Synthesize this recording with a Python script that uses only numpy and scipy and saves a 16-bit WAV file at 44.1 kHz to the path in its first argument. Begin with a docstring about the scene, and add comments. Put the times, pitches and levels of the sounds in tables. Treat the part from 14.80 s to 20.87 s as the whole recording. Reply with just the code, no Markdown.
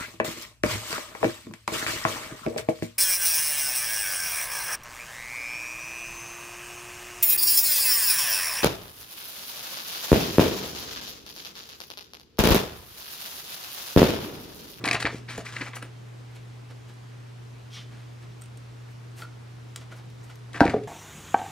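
"""Clutter rattles at once on a craft table, to the left, as scissors are picked out over a mains hum and hiss.
Then straight below the microphones they snip a strip of feather trim, and are dropped back to the left.
Hum is sines; hiss, dragging and sliding are coloured noise; rattles are short noise bursts.
Table and handles are struck sets of modes; steel ticks are rough sines with a click. A faint room follows."""
import sys
import numpy as np
from scipy import signal
from scipy.fft import rfft, irfft, next_fast_len
from scipy.io import wavfile
from scipy.ndimage import uniform_filter1d

SR = 44100
rng = np.random.default_rng(int(sys.argv[2]) if len(sys.argv) > 2 else 0)


def transcribe(u):
    """Save the signal u as a 16-bit wav file named by the first command-line argument.

    u: samples, shape (n,) or (channels, n), limited to [-1, 1]; the rate is SR.
    q: integer samples, one column per channel.
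    """
    v = np.clip(np.atleast_2d(u).T, -1, 1)
    q = np.round(v * 32767).astype(np.int16)
    wavfile.write(sys.argv[1], SR, q)


N = 267863  # samples

# Mains hum. Each row: frequency in Hz, mean rms level in dB.
HUM_TONES = [(120.0, -43), (430, -69)]
# Colour of the room hiss. Each row: frequency in Hz, relative density in dB per Hz.
HISS_COLOUR = [(20, -32), (40, -12.5), (65, -14.5), (95, -13), (146, -12.5), (200, -15), (301, -14.5),
               (434, -17.5), (527, -20.5), (1030, -23.5), (2500, -29), (5850, -36), (10000, -44.5),
               (14000, -50.5), (16000, -62)]
# How alike the hiss is at both microphones. Each row: frequency in Hz, left-right correlation (-1 to 1).
HISS_LIKENESS = [(60, 1), (130, 0.64), (290, -0.33), (640, -0.2), (1410, 0.05), (3100, 0.4), (6820, 0.44)]
# Decay of the room. Each row: frequency in Hz, time to fall 60 dB in seconds.
ROOM_DECAY = [(200, 0.42), (1000, 0.22), (4000, 0.28), (12000, 0.093)]
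# Lead of the left microphone for the clutter. Each row: frequency in Hz, left over right in dB.
LEFT_LEAD = [(100, -1), (1300, 1.5), (2400, 3.5), (8000, 2)]
# Colour of dragging over paper. Each row: frequency in Hz, relative density in dB per Hz.
PAPER_COLOUR = [(80, -50), (400, -26), (1100, 1), (1900, 1.5), (2700, -5.5), (4500, -13), (9000, -22),
                (16000, -44)]
# Colour of the rumble in the table. Each row: frequency in Hz, relative density in dB per Hz.
RUMBLE_COLOUR = [(60, -4), (150, 2), (350, 4), (600, -4.5), (1200, -54.5)]
# Things dragged over paper. Each row is a stroke: start in seconds, length in seconds, level in dB,
# treble tilt in dB per octave (held within -6 and 6), level of the table rumble in dB.
DRAG_STROKES = [(.009, .02, -52, -8, -45), (.045, 0.12, -35, -5, -41), (.2, 0.022, -33, 4, -46),
                (0.252, 0.06, -44, -0.5, -53), (0.319, 0.067, -48, 6, -54), (0.492, 0.12, -43.5, 2.5, -50),
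                (0.651, 0.055, -42.5, 2.5, -64), (0.724, 0.16, -42.5, 1.5, -54),
                (.945, 0.04, -47, -0.5, -51), (1.019, 0.047, -52, -1, -48), (5.746, 0.034, -40, -1.5, -46),
                (5.801, .12, -38.5, -2.5, -53), (5.94, .04, -56, 2, -66)]
# Average colour of the rattling clutter. Each row: frequency in Hz, relative density in dB per Hz.
CLUTTER_COLOUR = [(60, -45), (300, -18.5), (700, -12.5), (1300, -7.5), (2050, 4), (2600, -6), (3300, -15),
                  (4200, -11.5), (5500, -23), (10000, -29), (16000, -56)]
# Clutter rattling. Each row: crest in seconds, nominal crest level in dB,
# treble tilt in dB per octave, time to fall 60 dB in seconds, time constant of the rise in seconds.
RATTLE_EVENTS = [(.0413, -20.5, 4.5, 0.023, .0003), (.049, -24, -5, 0.047, .002),
                 (.0564, -19.5, 7, .05, .002), (.0775, -17, 4, .022, .001), (.0875, -15, 4, .03, .001),
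                 (.1122, -10, 4, .02, .0003), (.1315, -18, 6.5, .037, .002), (.1454, -20, 4.5, 0.04, .001),
                 (.1533, -15.5, -2, .015, .001), (.166, -25.5, 2, 0.031, .002),
                 (.227, -17.5, 1, .014, .002), (.2539, -15, -.5, 0.033, .0008),
                 (.262, -18, -3, 0.059, .002), (.2719, -18, -3, .021, .002), (.489, -34, -1, 0.23, .004),
                 (.506, -33, 6, .072, .004), (.5796, -29.5, -5, .02, .0005), (.667, -30.5, 4, .044, .004),
                 (.7669, -24, -0.5, 0.033, .003), (.8103, -27.5, -1.5, .035, .002),
                 (.817, -25, -0.5, 0.046, .002), (.824, -28, -4, .025, .002), (.866, -33, -1, .033, .003),
                 (.878, -33, -4, .02, .003), (.934, -34, -1.5, 0.073, .001), (.957, -33.5, 16, 0.073, .003),
                 (.969, -31, -3.5, 0.034, .005), (1.027, -31.5, -1.5, 0.036, .003),
                 (5.7328, -38, 9, .03, .0008), (5.747, -31, -6, .074, .003), (5.761, -34, 2, .045, .004),
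                 (5.777, -34, -3, 0.039, .002), (5.806, -16.5, 4.5, 0.014, .0003),
                 (5.853, -27, 6.5, 0.024, .001), (5.865, -21, -5, .028, .001),
                 (5.879, -18, -3, 0.012, .001), (5.897, -25.5, 3.5, 0.033, .001),
                 (5.902, -29, 6, 0.022, .001), (5.982, -41, -2, .033, .001), (6.037, -43.5, 6, 0.038, .002)]
# Modes of the table top with what lies on it. Each row: frequency in Hz, relative level in dB,
# time to fall 60 dB in seconds.
TABLE_MODES = [(70, -29, 0.092), (105, -11, 0.16), (140, -3, 0.14), (195, 0.5, 0.036), (289, 7.5, 0.056),
               (328, -1, 0.058), (426, 8, 0.055), (530, -26, 0.069), (626.4, -2.5, 0.19),
               (698.6, 8.5, 0.081), (784, -2.5, 0.14), (920, -9, 0.092), (930, -7, .1), (1090, -6, 0.032),
               (1316, -6.5, 0.077), (1452, -2, 0.061), (1542, 3.5, 0.07), (2160, -20, .06)]
# Blows on the table. Each row: start in seconds, peak in dB, frequency driven most in Hz,
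# octaves from there to 6 dB less drive, decay constant of the contact chatter in seconds.
TABLE_BLOWS = [(0.039, -21.5, 306, 0.74, 0.0025), (.069, -22.5, 250, 0.91, 0.0031),
               (0.112, -23, 300, 1.6, 0.0065), (.144, -19, 202, 1.43, 0.0033),
               (.247, -18, 250, 0.65, 0.0066), (0.327, -32, 400, 0.22, 0.0043),
               (0.345, -25, 290, 0.78, 0.0079), (.581, -23.5, 330, 0.79, 0.008),
               (.765, -34.5, 300, 0.65, 0.0035), (0.809, -31, 250, 0.44, .006),
               (1.03, -39, 300, 0.86, 0.0051), (5.748, -33, 500, 2.1, 0.013),
               (5.8066, 0.3, 1050, 0.55, 0.00076), (5.813, -3.5, 280, 0.6, 0.0017),
               (5.819, -12.5, 850, 0.54, 0.0099), (5.856, -9.5, 168, 0.61, 0.0019),
               (5.883, -15, 130, 1.3, 0.0017), (5.9369, -20, 550, 0.44, 0.0037),
               (5.941, -11.5, 410, 0.35, 0.0041), (5.965, -21.5, 332, 0.31, 0.0073)]
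# Colour of blades on feathers, and of the steel click. Each row: frequency in Hz, relative density in dB per Hz.
FEATHER_COLOUR = [(150, -14), (700, -5.5), (2000, 1.5), (4000, 1.5), (8000, -1), (12000, -5.5),
                  (16000, -16)]
# Blades and feathers sliding. Each row is a stroke: start in seconds, length in seconds, level in dB,
# treble tilt at the start in dB per octave (held within -6 and 6).
SLIDE_STROKES = [(1.561, .008, -51.5, -2.5), (1.909, .004, -50, -7), (2.095, .004, -50.5, -4.5),
                 (3.121, 0.11, -57, -5.5), (3.425, 0.014, -55.5, -4.5), (4.11, .01, -63, 1),
                 (4.38, .055, -48, -.8), (4.971, .004, -50, -10), (5.013, 0.0071, -50.5, -4.5),
                 (5.123, 0.0035, -46, -9), (5.165, 0.034, -54, -3), (5.445, .01, -57.5, -1),
                 (5.501, .01, -50.5, -4)]
# Open blades pushed in along the trim. Each row is a moment: time in seconds, level in dB,
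# treble tilt in dB per octave (held within -6 and 6).
ENTRY_PATH = [(2.9, -61, 7), (2.938, -47, 7.5), (2.97, -42, -0.5), (2.99, -45.5, -1), (3.03, -53, 3),
              (3.07, -75, 0)]
# Resonances of that push. Each row: frequency in Hz, width in Hz, relative level in dB.
ENTRY_RESONANCES = [(1320, 670, -4.5), (2200, 780, 1.5), (3240, 740, 7), (3970, 1400, -1), (5530, 1700, -5),
                    (8900, 4400, -23)]
# Modes of the handles. Each row: frequency in Hz, relative level in dB, time to fall 60 dB in seconds.
HANDLE_MODES = [(1340, 6.5, 0.043), (1460, 5, 0.05), (1900, 1.5, 0.022), (2230, 3, 0.017),
                (3350, -3.5, 0.012), (4400, -16, .03)]
# Handles meeting. Each row: start in seconds, peak in dB, tilt of the drive about 2 kHz in dB per octave.
HANDLE_CLOSINGS = [(3.6192, -46, 3), (4.4204, -29, 9), (4.446, -39.5, -2), (5.0164, -54, 2),
                   (5.1183, -41, 2), (5.4974, -43, 10)]
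# Steel ticking at pivot and edges. Each row: start in seconds, nominal level in dB,
# frequency of the ring in Hz, click against ring in dB.
STEEL_TICKS = [(0.5773, -28.5, 6950, -3), (0.578, -30, 10940, -7), (1.0258, -32.5, 9000, 2),
               (1.512, -59, 11000, 0), (2.1365, -55, 11000, 2), (3.612, -42, 7980, -5),
               (3.6185, -34.5, 8350, 0), (3.620, -47, 5800, -9), (3.6372, -43, 8980, 2),
               (3.6583, -49, 8850, 8.5), (3.773, -44.5, 8600, 7.5), (4.960, -30.5, 7580, 10),
               (4.961, -36, 5570, -15), (4.9764, -45, 9000, -13), (5.301, -50, 5800, 8),
               (5.4114, -50, 5800, -12), (5.4311, -49, 7070, -10), (5.438, -48, 8300, -10),
               (5.449, -52, 11000, -5), (5.5555, -49, 12000, 9), (5.5555, -50, 6300, -4)]

HISS_DB, ROOM_DB = -50, -10
SIDE_LAG_S = 4.3e-5  # the right microphone hears the clutter this much later
LIFTED_S = 1.2  # the scissors leave the clutter
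MIC_LOW_HZ, EDGE_HZ = 55.5, 15900
STROKE_ENDS_DB = -21  # every stroke swells from and dies to this far under its level
DRAG_RISE_S, DRAG_FALL_S, DRAG_SAG_DB = .008, 0.037, -2.5
SLIDE_RISE_S, SLIDE_FALL_S = .025, 0.039
SLIDE_DULLS_DB = -3  # change of tilt in dB per octave, as the stroke slows
TICK_T60_S, CLICK_T60_S, TICK_RISE_S = 0.022, 0.0088, 0.0011


def amp(db):
    """Decibels to gain."""
    return 10 ** (np.asarray(db) / 20)


def evened(x):
    """Scales to rms 1."""
    return x / np.sqrt(np.mean(x ** 2) + 1e-20)


def read(points, hz):
    """Value of a table on a log-frequency axis."""
    f, value = np.transpose(points)
    return np.interp(np.log(hz + 1), np.log(f + 1), value)


def add(mix, s, sound):
    """Mixes a sound in at a time in seconds."""
    part = mix[round(s * SR):][:len(sound)]
    part += sound[:len(part)]


def coloured(x, points, tilt_db=0):
    """Filters by a spectrum tilted about 2 kHz; the tilt stops growing below 200 Hz."""
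    hz = np.fft.rfftfreq(len(x), 1 / SR)
    tilt = tilt_db * np.log2(np.maximum(hz, 200) / 2000)
    return irfft(rfft(x) * amp(read(points, hz) + tilt), len(x))


def stroke(start, length, level_db, tilt_db, rise, fall, sag_db=0, dulls_db=0):
    """Swell, hold and release of one movement as rows of seconds, level in dB, tilt in dB per octave."""
    end = start + length
    end_db, end_tilt = level_db + sag_db, tilt_db + dulls_db
    return [(start - rise, level_db + STROKE_ENDS_DB, tilt_db), (start, level_db, tilt_db),
            (end, end_db, end_tilt), (end + fall, end_db + STROKE_ENDS_DB, end_tilt)]


def friction(rows, points, grain_db):
    """Rubbing as dense grains of uneven size, blended between a dull and a bright colour."""
    s, level_db, tilt = np.transpose(rows)
    t = np.arange(s[0], s[-1], 1 / SR)
    clumps = evened(uniform_filter1d(rng.standard_normal(len(t)), size=60))
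    grains = rng.standard_normal(len(t)) * amp(grain_db * clumps)
    dull_sound = evened(coloured(grains, points, -6))
    bright_sound = evened(coloured(grains, points, 6))
    bright = np.clip(.5 + np.interp(t, s, tilt) / 12, 0, 1)
    x = (1 - bright) * dull_sound + bright * bright_sound
    x /= np.sqrt(uniform_filter1d(x ** 2, size=2000) + 1e-9)  # steady before the level is drawn
    return s[0], x * amp(np.interp(t, s, level_db)) * signal.windows.tukey(len(t), .08)


def struck(modes, weight, chatter, sign=1):
    """A body rung by a contact that lands, then chatters; modes are detuned slightly at random each time. Peak 1."""
    t = np.arange(SR // 4) / SR
    push = 0.14 * rng.standard_normal(2048) * np.exp(-t[:2048] / chatter)
    push[0] = 1
    detune = 1 + 0.013 * rng.standard_normal(len(modes))
    detune *= sign ** np.arange(len(modes))  # sign -1: neighbours start opposed, so the ring swells after contact
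    ring = np.zeros(len(t))
    for (hz, db, t60), ratio in zip(modes, detune):
        ring += amp(db - 60 * t / t60 + weight(hz)) * np.sin(2 * np.pi * hz * ratio * t)
    sound = signal.fftconvolve(push, ring / abs(ring).max())
    return sound / abs(sound).max()


def hum():
    """Mains hum as steady sines, the same at both microphones, wavering a little in level."""
    t = np.arange(N) / SR
    waver = evened(sum(np.sin(2 * np.pi * (f * t + rng.random())) for f in np.geomspace(.3, 6, num=20)))
    out = np.zeros(N)
    for hz, db in HUM_TONES:
        tone = np.sqrt(2) * np.sin(2 * np.pi * (hz * t + rng.random()))  # rms 1
        out += amp(db + .45 * waver) * tone
    return out


def hiss():
    """Diffuse room noise, faintly patchy, with a likeness between the microphones set by frequency."""
    frames, hz = N // 512 + 5, np.fft.rfftfreq(2048, 1 / SR)
    a, b, c, d, patches = rng.standard_normal((frames, 1025, 5)).T
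    patches = uniform_filter1d(patches, size=30, axis=0)  # across frequency
    patches = evened(uniform_filter1d(patches, size=6, axis=1))  # across time
    same = np.clip(read(HISS_LIKENESS, hz), -1, 1)[:, None]
    left, other = a + 1j * b, c + 1j * d
    z = np.array([left, same * left + np.sqrt(1 - same ** 2) * other])
    z *= amp(read(HISS_COLOUR, hz)[:, None] + .8 * patches)
    return amp(HISS_DB) * evened(signal.istft(z, nperseg=2048, noverlap=1536)[1][:, :N])


def room(x):
    """Sparse reflections as taps of random sign, each band dying at its own speed."""
    taps = np.zeros((2, SR // 2))
    slots = np.arange(120, SR // 2 - 20, 20)
    at = slots + rng.integers(0, 20, (2, len(slots)))
    np.put_along_axis(taps, at, rng.choice([-1., 1.], at.shape), 1)
    hz, t, z = signal.stft(taps, SR, nperseg=256)
    tail = signal.istft(z * amp(-60 * t / read(ROOM_DECAY, hz)[:, None]), SR, nperseg=256)[1]
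    tail = tail + 0.91 * tail[::-1]  # each side shares most of the other's reflections
    return signal.fftconvolve(x[None], tail / np.linalg.norm(tail[0]), axes=1)[:, :N]


def dragging():
    """Things dragged over paper: friction grains, with a low rumble passed into the table."""
    out = np.zeros(N)
    for s, length, db, tilt_db, rumble_db in DRAG_STROKES:
        scrape = stroke(s, length, db, tilt_db, DRAG_RISE_S, DRAG_FALL_S, DRAG_SAG_DB)
        rumble = stroke(s, length, rumble_db, 0, DRAG_RISE_S, DRAG_FALL_S, DRAG_SAG_DB)
        add(out, *friction(scrape, PAPER_COLOUR, grain_db=3))
        add(out, *friction(rumble, RUMBLE_COLOUR, grain_db=-0.8))
    return out


def rattling():
    """Clutter rattling: noise bursts that rise quickly and die exponentially."""
    out, t = np.zeros(N), np.arange(4096) / SR
    after = t - .02  # the crest falls 20 ms into the burst
    hz = np.r_[60, np.linspace(300, 16000, num=31)]
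    for s, db, tilt_db, t60, rise in RATTLE_EVENTS:
        # each burst's colour is varied at random around the average clutter colour
        varied = np.c_[hz, read(CLUTTER_COLOUR, hz) + 2.5 * rng.standard_normal(32)]
        burst = coloured(rng.standard_normal(len(t)), varied, tilt_db)
        shape = np.where(after < 0, np.exp(np.minimum(after, 0) / rise), amp(-60 * after / t60))
        shape_rms = np.sqrt(np.mean(shape ** 2))
        add(out, s - .02, amp(db - 3) * evened(burst * shape) * shape_rms)
    return out


def blows():
    """Blows on the table top, each contact driving the modes around one frequency."""
    out = np.zeros(N)
    for s, db, centre_hz, spread, chatter in TABLE_BLOWS:
        add(out, s, amp(db) * struck(TABLE_MODES, lambda hz: -6 * (np.log2(hz / centre_hz) / spread) ** 2, chatter))
    return out


def ticks():
    """Steel ticking: a rough narrow ring, its phase wandering, on top of a wide click."""
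    out, t = np.zeros(N), np.arange(4096) / SR
    for s, db, ring_hz, click_db in STEEL_TICKS:
        wobble = np.cumsum(rng.standard_normal(len(t))) * 0.21
        ring = amp(-60 * t / TICK_T60_S) * np.sin(2 * np.pi * ring_hz * t + wobble)
        noise = evened(coloured(rng.standard_normal(len(t)), FEATHER_COLOUR))
        click = noise * amp(click_db - 60 * t / CLICK_T60_S)
        add(out, s, amp(db) * (ring + click) * (1 - np.exp(-t / TICK_RISE_S)))
    return out


def closings():
    """Handles meeting: a chattering contact rings their modes."""
    out = np.zeros(N)
    for s, db, tilt_db in HANDLE_CLOSINGS:
        knock = struck(HANDLE_MODES, lambda hz: tilt_db * np.log2(hz / 2000), chatter=0.0035, sign=-1)
        add(out, s, amp(db) * knock)
    return out


def entry():
    """Open blades pushed in along the trim: friction coloured by a sum of resonances."""
    out, hz = np.zeros(N), np.geomspace(500, 16000, num=200)
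    power = sum(amp(db) ** 2 / (1 + (2 * (hz - f) / width) ** 2) ** 2 for f, width, db in ENTRY_RESONANCES)
    add(out, *friction(ENTRY_PATH, np.c_[hz, 10 * np.log10(power)], grain_db=1.2))
    return out


def slides():
    """Blades and feathers sliding: friction strokes that dull as they slow."""
    out = np.zeros(N)
    for s, length, db, tilt_db in SLIDE_STROKES:
        path = stroke(s, length, db, tilt_db, SLIDE_RISE_S, SLIDE_FALL_S, dulls_db=SLIDE_DULLS_DB)
        add(out, *friction(path, FEATHER_COLOUR, grain_db=2.0))
    return out


def from_the_left(x):
    """Sound from the side reaches the left microphone first and, but for the bass, louder."""
    size = next_fast_len(N + 512)
    hz = np.fft.rfftfreq(size, 1 / SR)
    half = amp(read(LEFT_LEAD, hz) / 2) * np.exp(1j * np.pi * hz * SIDE_LAG_S)  # half the lead to each side
    return irfft(rfft(x, size) * np.array([half, 1 / half]), size)[:, :N]


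def scene():
    """Clutter on the left, cutting straight below; the ticks move from one to the other at the lift."""
    steel, lifted = ticks(), np.arange(N) > LIFTED_S * SR
    side = dragging() + rattling() + blows() + steel * ~lifted
    centre = slides() + entry() + closings() + steel * lifted
    return from_the_left(side) + centre + amp(ROOM_DB) * room(side + centre) + hum() + hiss()


def record(dry):
    """The microphones lose the deep bass; band limit and full scale."""
    heard = signal.sosfilt(signal.butter(2, MIC_LOW_HZ, "high", fs=SR, output="sos"), dry)
    edge = signal.firwin(255, EDGE_HZ, window=("kaiser", 9), fs=SR)
    return np.clip(signal.oaconvolve(heard, edge[None], "same"), -1, 1)


dry = scene()
out = record(dry)
transcribe(out)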